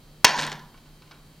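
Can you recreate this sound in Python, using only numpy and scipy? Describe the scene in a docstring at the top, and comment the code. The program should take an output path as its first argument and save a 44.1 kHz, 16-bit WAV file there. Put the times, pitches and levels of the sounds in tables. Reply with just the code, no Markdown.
"""A sharp, close smack: a table-tennis ball lands in a thin plastic cup and rattles round inside it.
The cup wall cracks and rings, and a small hard room answers with reflections and a slow, low boom.
A few faint, hollow knocks follow over a low hum, hiss and a thin whine. The blow overloads the
recorder, which clips, drops its gain and creeps back."""
import sys
import numpy as np
from scipy import signal
from scipy.fft import rfft, irfft
from scipy.io import wavfile

SR = 44100
rng = np.random.default_rng(int(sys.argv[2]) if len(sys.argv) > 2 else 0)


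def pcm_store(signal):
    """Save signal as 16-bit PCM."""
    levels = np.round(np.clip(np.atleast_2d(signal), -1, 1) * 32767)
    wavfile.write(sys.argv[1], SR, levels.astype(np.int16).T)


N = 61739

# Tone of the cup wall's crack. Each row: frequency in Hz, relative level in dB.
CRACK_SPECTRUM = [(60, -12.5), (200, -10.5), (420, -6), (700, -8), (1000, -3), (1250, -15.5), (1700, -2),
                  (2700, -3.5), (3300, -7.5), (4400, -3.5), (6200, -3.5), (8000, -15), (11000, -31),
                  (15500, -37)]
# The ring of cup and ball. Each row: pitch in Hz, relative level in dB, seconds to fade by 60 dB.
CUP_MODES = [(436, -20, 0.042), (873, -16, 0.14), (947, -8.5, .11), (978.3, -1, .05), (1023, -5, 0.11),
             (1502, -9, 0.046), (1880, -13, .05), (2314, -14.5, 0.09), (2756, -10.5, 0.11),
             (3173, -5.5, .06), (3800, -10, 0.096), (3880, -13, .07), (4340, -5, 0.045),
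             (5244, -13.5, 0.12), (5890, -14.5, .05)]
# The room's low boom. Each row: pitch in Hz, relative level in dB, seconds to fade by 60 dB.
ROOM_MODES = [(149.5, -26, 0.85), (224, -36.5, 0.96), (246, -34.5, .6), (295, -38, .45)]
# The ball's taps in the cup. Each row: start in seconds, gain in dB, trim on the tick in dB.
RATTLE_TAPS = [(.2675, -7.5, -6), (0.2766, -11.5, -4), (0.279, -11, -4), (0.2857, -14, -4.5),
               (0.2921, -10, -14), (.3055, -19, -12), (.3665, -28, 9), (.3765, -21.5, -0.5),
               (.386, -17.5, -1.5), (.390, -16, -5.5), (.394, -17.5, 2), (.398, -18.5, -26.5),
               (.403, -23, 3), (.412, -25, 8.5), (.422, -23.5, 7), (.430, -21.5, -2), (.434, -27.5, 1),
               (.4385, -23, -2), (.448, -26.5, 1.5), (.4665, -35.5, 16.5), (.474, -28.5, 5),
               (.497, -35.5, 3), (.517, -27, 1), (.526, -28, -4), (.554, -42, -17), (.5925, -42.5, 2)]
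# Tone of a tap's hollow body. Each row: frequency in Hz, relative level in dB.
TAP_SPECTRUM = [(40, -41.5), (90, -23.5), (200, -3.5), (400, -2), (700, -5), (1200, -6), (1600, 5.5),
                (2000, 0.5), (2600, -2), (4000, -1.5), (6200, -8.5), (7400, -15), (10000, -31.5),
                (15500, -45.5)]
# Tone of a tap's bright contact tick. Each row: frequency in Hz, relative level in dB.
TICK_SPECTRUM = [(100, -25.5), (2000, 2.5), (6000, 5), (7400, 3), (8300, 3.5), (10000, -6.5),
                 (11500, -10.5), (15500, -22)]
# Knocks farther off. Each row: start in seconds, gain in dB, brightness in dB per octave.
FAR_KNOCKS = [(.742, -48.5, -4), (.775, -52.5, 2), (.858, -56.5, -2.5), (1.0207, -50, -0.5),
              (1.075, -56.5, 0.5), (1.111, -44.5, -0.5), (1.116, -44, -1.5), (1.141, -53, -3)]
# Tone of a knock's attack. Each row: frequency in Hz, relative level in dB.
KNOCK_SPECTRUM = [(50, -15), (300, 0), (700, -5.5), (1050, 3), (1800, -7.5), (2300, -1.5), (3300, -3),
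                  (4500, -0.5), (5800, -9), (8000, -34), (15500, -28)]
# A knock's ring. Each row: pitch in Hz, relative level in dB, seconds to fade by 60 dB.
KNOCK_RING = [(1010, -29, .07), (1065.4, -6.5, 0.063), (1408, -15.5, 0.097), (1508, -9, 0.12),
              (2278, -6, 0.057), (2798, -7.5, .05), (3840, -7.5, .04)]
# Length of the room's tail. Each row: frequency in Hz, seconds to fade by 60 dB.
ROOM_DECAY = [(100, 2.06), (250, 0.3652), (1000, 0.5752), (2500, 0.34), (6000, 0.4569), (9000, 0.27),
              (12000, 0.83), (15500, 1.33)]
# Tone of the room's tail. Each row: frequency in Hz, relative level in dB.
ROOM_SPECTRUM = [(50, -30.5), (90, -14), (150, 0.5), (400, 1), (700, 5), (1000, 5.5), (2000, 3.5),
                 (4000, -0.5), (6000, -4.5), (9000, -3), (12000, -7), (15500, -14)]
# The bed of rumble and hiss. Each row: frequency in Hz, relative level in dB.
BED_SPECTRUM = [(12, -11.5), (28, -0.5), (45, -9.5), (80, -9), (120, -9), (150, -3.5), (190, -8),
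                (250, -11), (330, -11.5), (420, -16.5), (600, -17.5), (1000, -21), (2300, -25.5),
                (4500, -26.5), (5600, -29.5), (15800, -32.5)]
# How alike the bed is left and right. Each row: frequency in Hz, likeness from 0 to 1.
BED_LIKENESS = [(60, 1), (180, .96), (550, 1), (1650, .55), (4970, .5), (15000, 0)]
# Hum and whine. Each row: pitch in Hz, level in dB.
HUM_TONES = [(31.5, -58), (150.6, -58), (3149, -72.5), (3898, -75.5), (4048, -75.5), (4194, -78.5),
             (4495, -72), (4797, -78)]
# Width from the channels' phase mismatch. Each row: frequency in Hz, side against middle in dB.
STEREO_WIDTH = [(100, -28), (1000, -18), (2500, -13.5), (5000, -16.5), (9000, -7), (12000, -14),
                (15000, -12)]


def smack(start_s=.245, crack_rise_s=.002, push_s=.0005, boom_rise_s=.16):
    """The ball lands: air is pushed, the cup cracks and rings, the room's low resonance swells slowly."""
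    t, near, boom = np.arange(SR) / SR, np.zeros(N), np.zeros(N)
    crack = amp(10.5) * colour(crackle(t, t60=.03), CRACK_SPECTRUM) * np.minimum(t / crack_rise_s, 1)
    push = amp(4) * (1 - t / push_s) * np.exp(-t / push_s)
    add(near, start_s, crack - push + amp(-2) * ring(CUP_MODES, t))
    swell = 1 - np.exp(-(t / boom_rise_s) ** 2)
    add(boom, start_s, amp(4) * ring(ROOM_MODES, t) * swell)
    return near + boom + amp(-12.5) * room(near)


def rattle(rise_s=.0012, tick_db=-9):
    """The ball taps the cup wall again and again as it settles: a bright tick, then the hollow body."""
    t, near = np.arange(SR // 4) / SR, np.zeros(N)
    for start_s, gain_db, trim_db in RATTLE_TAPS:
        body = colour(crackle(t, t60=.031), TAP_SPECTRUM) + amp(-19) * ring(CUP_MODES, t)
        body *= np.minimum(t / rise_s, 1)
        tick = amp(tick_db + trim_db) * colour(crackle(t, t60=.014), TICK_SPECTRUM)
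        add(near, start_s, amp(gain_db) * (body + tick))
    return near + amp(-11.5) * room(near)


def knocks(rise_s=.00052):
    """Faint, hollow knocks, set back by a little more room."""
    t, far = np.arange(SR // 4) / SR, np.zeros(N)
    for start_s, gain_db, tilt_db in FAR_KNOCKS:
        knock = colour(crackle(t, t60=.051), KNOCK_SPECTRUM, tilt_db) + ring(KNOCK_RING, t)
        add(far, start_s, amp(gain_db) * knock * np.minimum(t / rise_s, 1))
    return far + amp(-10.5) * room(far)


def room(x, predelay_s=.004):
    """Dense reflections off hard walls, each band dying at its own speed."""
    hz, t, bands = signal.stft(rng.standard_normal(SR), SR, nperseg=256)
    decay = np.exp(-np.log(1000) * t / curve(ROOM_DECAY, hz)[:, None])
    tone = amp(curve(ROOM_SPECTRUM, hz))[:, None]
    tail = signal.istft(bands * decay * tone, SR, nperseg=256)[1]
    tail *= np.clip(np.arange(len(tail)) / SR / predelay_s - 1, 0, 1)  # a gap, then a quick fade-in
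    return signal.fftconvolve(x, tail / np.linalg.norm(tail))[:N]


def room_tone(level_db=-53.5):
    """A bed of noise: rumble in the centre, hiss spread wide."""
    hz = np.fft.rfftfreq(N, 1 / SR)
    left, unrelated = rfft(rng.standard_normal((2, N)))
    likeness = np.clip(curve(BED_LIKENESS, hz), 0, 1)
    right = likeness * left + np.sqrt(1 - likeness ** 2) * unrelated
    bed = irfft(np.array([left, right]) * amp(curve(BED_SPECTRUM, hz)), N)
    return amp(level_db) * unit(bed)


def hum(waver=.11, waver_hz=18):
    """A low hum and a thin whine, each tone wavering in level and phase."""
    t, tones = np.arange(N) / SR, np.zeros(N)
    lowpass = np.exp(-(np.fft.rfftfreq(N, 1 / SR) / waver_hz) ** 2)
    for hz, db in HUM_TONES:
        swell, drift = unit(irfft(rfft(rng.standard_normal((2, N))) * lowpass, N))
        tones += amp(db) * np.sqrt(2) * (1 + waver * swell) * np.sin(2 * np.pi * hz * t + waver * drift)
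    return tones


def crackle(t, t60):
    """A dying burst of tiny snaps, 60 dB down after t60 seconds."""
    return rng.choice([-1., 1.], len(t)) * np.exp(-np.log(1000) * t / t60)


def ring(modes, t):
    """Resonant modes: dying sines, each starting in a random phase."""
    return sum(amp(db - 60 * t / t60) * np.sin(2 * np.pi * (hz * t + rng.random()))
               for hz, db, t60 in modes)


def colour(x, spectrum, tilt_db=0, size=2048):
    """A unit-power EQ, tilted by tilt_db per octave above 200 Hz; minimum phase keeps attacks sharp."""
    hz = abs(np.fft.fftfreq(size, 1 / SR))
    gain = unit(amp(curve(spectrum, hz) + tilt_db * np.log2(np.maximum(hz, 200))))
    response = np.exp(np.conj(signal.hilbert(np.log(gain))))
    return signal.fftconvolve(x, np.fft.ifft(response).real)[:len(x)]


def amp(db):
    """Decibels to gain."""
    return 10 ** (np.asarray(db) / 20)


def unit(x):
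    """Scales to rms 1."""
    return x / np.sqrt(np.mean(x ** 2) + 1e-20)


def curve(points, hz):
    """Reads between points on a log-frequency axis."""
    point_hz, value = np.transpose(points)
    return np.interp(np.log(hz + 1), np.log(point_hz + 1), value)


def add(mix, start_s, sound):
    """Mixes a sound in at its start time."""
    part = mix[round(start_s * SR):][:len(sound)]
    part += sound[:len(part)]


def auto_gain(x, threshold_db=-12, max_duck_db=10, attack_s=.0078, recover_db_per_s=48):
    """The recorder's gain ducks a moment after a loud sound, then creeps back."""
    power = signal.lfilter(np.ones(64) / 64, 1, (x ** 2).mean(0))
    over_db = np.clip(10 * np.log10(power + 1e-12) - threshold_db, 0, max_duck_db)
    recovery_db = np.arange(N) / SR * recover_db_per_s
    held_db = np.maximum.accumulate(over_db + recovery_db) - recovery_db
    pole = np.exp(-1 / (attack_s * SR))
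    duck_db = signal.lfilter([1 - pole], [1, -pole], held_db)
    return x * amp(-duck_db)


def channel_mismatch(x, balance_db=-.46):
    """Left and right differ slightly in phase and level, which widens the image."""
    phase = np.arctan(amp(curve(STEREO_WIDTH, np.fft.rfftfreq(N, 1 / SR))))
    widened = irfft(rfft(x) * np.exp(1j * np.array([phase, -phase])), N)
    return widened * amp([[balance_db / 2], [-balance_db / 2]])


def scene():
    """Smack, rattle and knocks over room tone and hum."""
    return smack() + rattle() + knocks() + room_tone() + hum()


def record(dry, ceiling=.68, cutoff_hz=15900):
    """The gain ducks too late to stop the smack clipping; the image widens and the very top is cut."""
    clipped = np.clip(auto_gain(dry), -ceiling, ceiling)
    lowpass = signal.firwin(401, cutoff_hz, window=("kaiser", 8), fs=SR)
    return signal.oaconvolve(channel_mismatch(clipped), lowpass[None], "same")


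dry = scene()
out = record(dry)
pcm_store(out)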